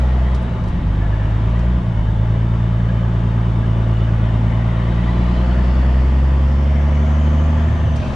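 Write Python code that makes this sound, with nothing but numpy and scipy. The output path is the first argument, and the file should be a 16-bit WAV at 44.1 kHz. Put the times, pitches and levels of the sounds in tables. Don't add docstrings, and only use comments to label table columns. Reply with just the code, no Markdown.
import sys
import numpy as np
from scipy import signal
from scipy.fft import rfft, irfft, next_fast_len
from scipy.io import wavfile
from scipy.ndimage import uniform_filter1d

SR = 44100
rng = np.random.default_rng(int(sys.argv[2]) if len(sys.argv) > 2 else 0)


def wav_out(sig):
    wavfile.write(sys.argv[1], SR, np.round(np.clip(np.atleast_2d(sig).T, -1, 1) * 32767).astype(np.int16))


N = 359415

# freq_hz, likeness (0 to 1)
PORT_LIKENESS = [(60, .7), (150, 0.96), (260, 1), (490, 0.98), (980, 0.19), (1980, 0.55), (3990, 0.64),
                 (9000, 0.14)]


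def gain_of(db):
    return 10 ** (np.asarray(db) / 20)


def evened(x):
    return x / np.sqrt(np.mean(x ** 2) + 1e-20)


def read(points, hz):
    freq_hz, value = np.transpose(points)
    return np.interp(np.log(hz + 1), np.log(freq_hz + 1), value)


def curves(rows):
    s, *columns = np.transpose(rows)
    return [np.interp(np.arange(N) / SR, s, column) for column in columns]


def wander(hz):
    step = max(int(SR / hz / 16), 1)
    low_pass = signal.butter(2, hz, fs=SR / step, output="sos")
    slow = signal.sosfilt(low_pass, rng.standard_normal(N // step + 2))
    return evened(np.interp(np.arange(N) / step, np.arange(len(slow)), slow))


def noise(db_of, patchy_db, size):
    # freq_hz, lean_db
    lean_points = [(60, 4), (320, -1.5), (1000, 5.5), (2200, 2), (4000, -0.5), (9000, 1)]
    # freq_hz, lead_rad
    lead_points = [(0, -0.75), (860, 0.018), (1380, 0.0047), (2150, -0.97), (4130, 0.14)]
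    hz, frames = np.fft.rfftfreq(size, 1 / SR), 4 * N // size + 5
    a, b, c, d, patches = rng.standard_normal((frames, len(hz), 5)).T
    patches = uniform_filter1d(patches, size=5, axis=0)
    patches = evened(uniform_filter1d(patches, size=12, axis=1))
    same = np.clip(read(PORT_LIKENESS, hz), -1, 1)[:, None]
    left = a + 1j * b
    right = same * left + np.sqrt(1 - same ** 2) * (c + 1j * d)
    right = right * np.exp(-1j * read(lead_points, hz))[:, None]
    lean = gain_of(read(lean_points, hz) / 2)[:, None]
    colour = gain_of(db_of(hz)[:, None] + patchy_db * patches)
    spectra = np.array([left * lean, right / lean]) * colour
    return evened(signal.istft(spectra, nperseg=size, noverlap=3 * size // 4)[1][:, :N])


def band(hz, half_width_hz):
    angle = 2 * np.pi * np.cumsum(hz * np.ones(N)) / SR
    same = np.clip(read(PORT_LIKENESS, np.mean(hz)), -1, 1)

    def strand():
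        return wander(half_width_hz) * np.cos(angle) + wander(half_width_hz) * np.sin(angle)

    left, other = strand(), strand()
    return np.array([left, same * left + np.sqrt(1 - same ** 2) * other])


def rumble():
    # freq_hz, relative density_db (per Hz)
    rumble_colour = [(15, -16), (36, 2), (60, -7.5), (85, -6), (120, 3), (170, -3), (240, 3), (290, -13),
                     (500, -53.5)]
    # time_s, level_db
    road_level = [(0, -32), (4.5, -32), (5.6, -30.5), (6.5, -35), (7.7, -34), (8.15, -29)]
    level_db, = curves(road_level)
    return gain_of(level_db) * noise(lambda hz: read(rumble_colour, hz), patchy_db=2.5, size=4096)


def turbo():
    # time_s, whistle_hz, level_db, upper_db (wide hiss against the whistle)
    turbo_course = [(.6, 3800, -58.5, -8), (2, 3660, -61, -9.5), (4.5, 3599, -57, -12),
                    (5.1, 3903, -55.5, -3), (5.65, 4446, -59, 2), (6.35, 4596, -64.5, 1),
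                    (6.8, 5400, -66.5, 6.5), (7.3, 6200, -61.5, 1), (7.7, 6350, -63, -1.5),
                    (7.96, 5950, -59, -11), (8.15, 5790, -57, -14)]
    hz, db, upper_db = curves(turbo_course)
    upper_strand = 1.07
    lower = gain_of(1.5 * wander(8)) * band(hz + 60 * wander(10), half_width_hz=110)
    upper_hz = upper_strand * hz + 150 * wander(10)
    upper = gain_of(upper_db + 1.5 * wander(6)) * band(upper_hz, half_width_hz=480)
    return gain_of(db) * (lower + upper)


def puffs():
    # start_s, level_db (of the fall, drawn back to its start), treble_db (against the low part)
    puff_rows = [(0.345, -40, -14), (0.4214, -54, 0), (0.6363, -49, -17), (0.6768, -48, -6),
                 (1.5904, -46, -29), (7.9576, -39.5, -12)]
    rise_s, t60_s = 0.0015, 0.09
    t, out = np.arange(N) / SR, np.zeros((2, N))
    low = noise(lambda hz: -14 * abs(np.log2((hz + 1) / 4300)) ** 2, patchy_db=0, size=512)
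    high = noise(lambda hz: -90 * abs(np.log2((hz + 1) / 8700)) ** 2, patchy_db=0, size=512)
    for start_s, level_db, treble_db in puff_rows:
        age = np.maximum(t - start_s, 0)
        envelope = gain_of(level_db - 60 * age / t60_s) * (1 - np.exp(-age / rise_s))
        out += envelope * (low + gain_of(treble_db) * high)
    return out


def squeaks():
    # middle_s, pitch_hz, level_db (rms at the middle, left port)
    squeak_rows = [(1.024, 1730, -38.5), (1.062, 1714, -39.5), (1.137, 1699, -38), (1.215, 1730, -41),
                   (1.568, 1940, -40), (2.089, 1665, -41.5), (2.899, 1640, -39), (3.64, 1640, -40.5),
                   (4.083, 1650, -38.5), (4.3, 1774, -40), (4.993, 1950, -39.5), (5.094, 1955, -38)]
    half_s, right_db = 0.012, 0.5
    t, out = np.arange(N) / SR, np.zeros(N)
    unsteady = .6 * wander(60)
    for middle_s, pitch_hz, level_db in squeak_rows:
        envelope = gain_of(level_db) * np.exp(-((t - middle_s) / half_s) ** 2)
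        out += envelope * np.sin(2 * np.pi * pitch_hz * t + unsteady)
    return np.sqrt(2) * out * gain_of([[0], [right_db]])


def swells():
    # middle_s, pitch_hz, level_db, half_s (half length to 1/e)
    swell_rows = [(0.248, 1905, -45.5, 0.15), (1.205, 1700, -47.5, 0.45), (2.804, 1628, -49.5, .93),
                  (4.656, 1990, -45, 0.3), (5.046, 1983, -40.5, 0.11), (6.006, 1886, -46, 0.49),
                  (6.85, 2122, -46.5, 0.48), (3.9, 359.6, -42.5, .5), (5.2, 349.8, -42, .55),
                  (8.05, 2550, -50, .1), (8.07, 3680, -51, 0.13), (7.197, 639, -43.5, .6),
                  (7.704, 1756, -46, .33), (7.902, 110.8, -24, 0.29), (8.07, 4400, -58, 0.13)]
    t, out = np.arange(N) / SR, np.zeros((2, N))
    for middle_s, pitch_hz, level_db, half_s in swell_rows:
        flickering = gain_of(3 * wander(30)) * band(pitch_hz, half_width_hz=.075 * pitch_hz)
        out += gain_of(level_db) * np.exp(-((t - middle_s) / half_s) ** 2) * flickering
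    return out


def knocks(angle, db_of):
    shared, *own = rng.standard_normal((3, 2, 1024))
    strong = gain_of(2.5 * np.minimum(rng.exponential(1, (2, 513)), 2.5))
    patterns = [irfft(rfft(shared + 0.52 * o) * strong) for o in own]
    drift = rng.random() + np.arange(N) / SR * .9 + .3 * wander(2)
    shares = np.cos(drift), np.sin(drift)
    place = (angle / (12 * np.pi) + .0003 * wander(6)) % 1 * 1024
    struck = np.array([
        sum(share * np.interp(place, np.arange(1024), pattern, period=1024)
            for share, pattern in zip(shares, port))
        for port in patterns])
    size = next_fast_len(N)
    colour = gain_of(db_of(np.fft.rfftfreq(size, 1 / SR)))
    return evened(irfft(rfft(struck, size) * colour, size)[:, :N])


def clatter(angle):
    # time_s, clatter_db (of the noise, before knocks join), hiss_db
    clatter_level = [(0, -32.5, -55), (.72, -35, -59), (1.62, -33, -57), (1.88, -35.5, -59),
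                     (4.69, -32.5, -56.5), (5.41, -30, -54), (6.53, -33.5, -55.5), (7.6, -30.5, -54),
                     (7.93, -32.5, -55.5), (8, -31.5, -52), (8.15, -31, -51)]
    # freq_hz, relative density_db (per Hz)
    panel_colour = [(200, -5.5), (350, -4.5), (470, -10), (780, -10), (1300, -10.5), (2300, -18),
                    (3600, -23.5), (4200, -35), (12000, -92.5)]
    # freq_hz, width_hz, lift_db
    panel_rings = [(364, 96, 2.5), (532.5, 34.6, 8.5), (634, 55, 9.5), (702, 40, 5.5), (866, 41, 7.5),
                   (999, 83, 5), (1163, 76, 4.5), (1880, 230, 3.5), (2217, 49, 4.5), (3030, 360, 5.5),
                   (3500, 260, 1.5)]
    # freq_hz, relative density_db (per Hz)
    hiss_colour = [(2500, -28.5), (4300, 0), (6200, -4.5), (8000, -10.5), (8700, -17), (9900, -14.5),
                   (11200, -42), (14500, -43.5)]
    knocks_fade_hz = 1100

    def rung_db(hz):
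        lifts = sum(db / (1 + (2 * (hz - f) / width) ** 2) for f, width, db in panel_rings)
        return read(panel_colour, hz) + lifts

    def knocks_db(hz):
        return rung_db(hz) - 7 / (1 + (knocks_fade_hz / (hz + 1)) ** 4)

    level_db, hiss_db = curves(clatter_level)
    beat = 1 + .08 * np.cos(angle) + .03 * np.cos(2 * angle)
    block = beat * noise(rung_db, patchy_db=2.0, size=2048)
    block += gain_of(-.4) * knocks(angle, knocks_db)
    hiss = noise(lambda hz: read(hiss_colour, hz), patchy_db=.6, size=512)
    return gain_of(level_db) * block + gain_of(hiss_db) * hiss


def pedal():
    # time_s, fuel_db, second_db (lift of all overtones from the second up),
    # step_db (gained by each overtone after the second)
    pedal_moves = [(0, -21, -1.5, -5), (.4, -27, 0, -3), (.68, -30, -7, 6), (.85, -23, 1, -4.5),
                   (1.47, -19, -5.5, 1), (1.79, -30, 6.5, -1.5), (1.96, -22, 0, -0.3),
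                   (4.9, -20.5, -2, 0.75), (6.5, -21, -3, 2), (7.7, -23, -3.5, 1.5), (7.97, -33.5, 5, 3)]
    move_s = .04
    s, *columns = np.transpose(pedal_moves)
    row = np.searchsorted(s, np.arange(N) / SR, side="right") - 1
    width = max(round(move_s * SR), 1)
    return [uniform_filter1d(column[row], width, mode="nearest") for column in columns]


def drone(hz, angle):
    # multiple, level_db (against the firing tone, before pedal and cab)
    overtones = [(2, 3), (3, 1.5), (4, -6)]
    # count (sixths of the firing rate),
    # level_db (at 60 Hz firing, before cab and coasting), slope_db (gained per Hz of firing rate)
    crank_tones = [(2.02, -49, -0.74), (3.03, -61, 0.86), (5.1, -53, 0.43), (6.99, -46.5, 0),
                   (8.07, -49.5, 0), (8.96, -37.5, -0.06), (10, -43, 0.62), (11.01, -33, -0.66),
                   (13, -40, 0), (14.02, -37.5, 0.18), (15.14, -37.5, -0.32), (16.04, -38.5, 0.23),
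                   (16.95, -36, -0.34), (18.96, -34.5, 0), (20.08, -30.5, 0.4), (21.14, -29.5, -0.06),
                   (21.84, -33.5, -0.06), (27.17, -34, 0.25), (31.94, -35, -0.56), (36, -34, -0.06),
                   (41.87, -32.5, 0.02), (52.8, -42, 0.79)]
    # freq_hz, answer_db
    cab = [(45, 10.5), (57, 1.5), (64, 7.5), (76, 7), (100, -4), (112, 2), (124, -6), (150, -2.5),
           (160, -9.5), (180, -2), (198, -16), (222, -6.5), (250, -12), (300, -17), (400, -17)]
    boom_hz, boom_width_hz = 67, 3
    coast_below_db = -26
    coast_flutter_db, coast_crank_db = 1.3, 1.5

    fuel_db, second_db, step_db = pedal()
    coasting = 1 / (0.5 + np.exp(fuel_db - coast_below_db))
    flutter_db = .5 + coast_flutter_db * coasting
    lag = np.arctan((hz - boom_hz) / boom_width_hz) / 2 + 2
    firing_db = fuel_db + read(cab, hz) + flutter_db * wander(31)
    out = gain_of(firing_db) * np.sin(angle - lag)

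    steep = .9
    for k, db in overtones:
        uneven_db, slip = .45 * wander(14), .05 * wander(14)
        level_db = fuel_db + db + second_db + (k - 2) * step_db + read(cab, k * hz) + uneven_db
        out += gain_of(level_db) * np.sin(k * angle + steep * (k - 2) + slip)

    for count, db, slope_db in crank_tones:
        turn = count * angle / 6 + 2 * np.pi * rng.random()
        level_db = db + slope_db * (hz - 60) + coast_crank_db * coasting
        level_db = level_db + read(cab, count * hz / 6) + 1.4 * wander(3)
        out += gain_of(level_db) * np.cos(turn)
    return np.sqrt(2) * out


def scene():
    # time_s, firing_hz
    engine_speed = [(0, 63.56), (.34, 61.9), (.47, 59.57), (.72, 51.9), (.9, 50.72), (1.43, 54.73),
                    (1.74, 60.47), (1.83, 59.8), (1.99, 52.86), (2.4, 56.77), (3.16, 57.05), (4.3, 55.48),
                    (5.02, 58.3), (5.97, 64.34), (6.69, 70.47), (7.69, 77.26), (7.9, 76), (8.15, 64.9)]
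    hz, = curves(engine_speed)
    angle = 2 * np.pi * np.cumsum(hz) / SR
    background = rumble() + turbo() + puffs() + squeaks() + swells()
    return background + clatter(angle) + drone(hz, angle)


def record(dry):
    edge_hz = 15000
    microphone = signal.firwin2(255, [0, 10300, 11300, SR / 2], gain_of([0, 0, -15, -15]), fs=SR)
    edge = signal.firwin(511, edge_hz, window=("kaiser", 9), fs=SR)
    return signal.oaconvolve(dry, np.convolve(microphone, edge)[None], "same")


dry = scene()
out = record(dry)
wav_out(out)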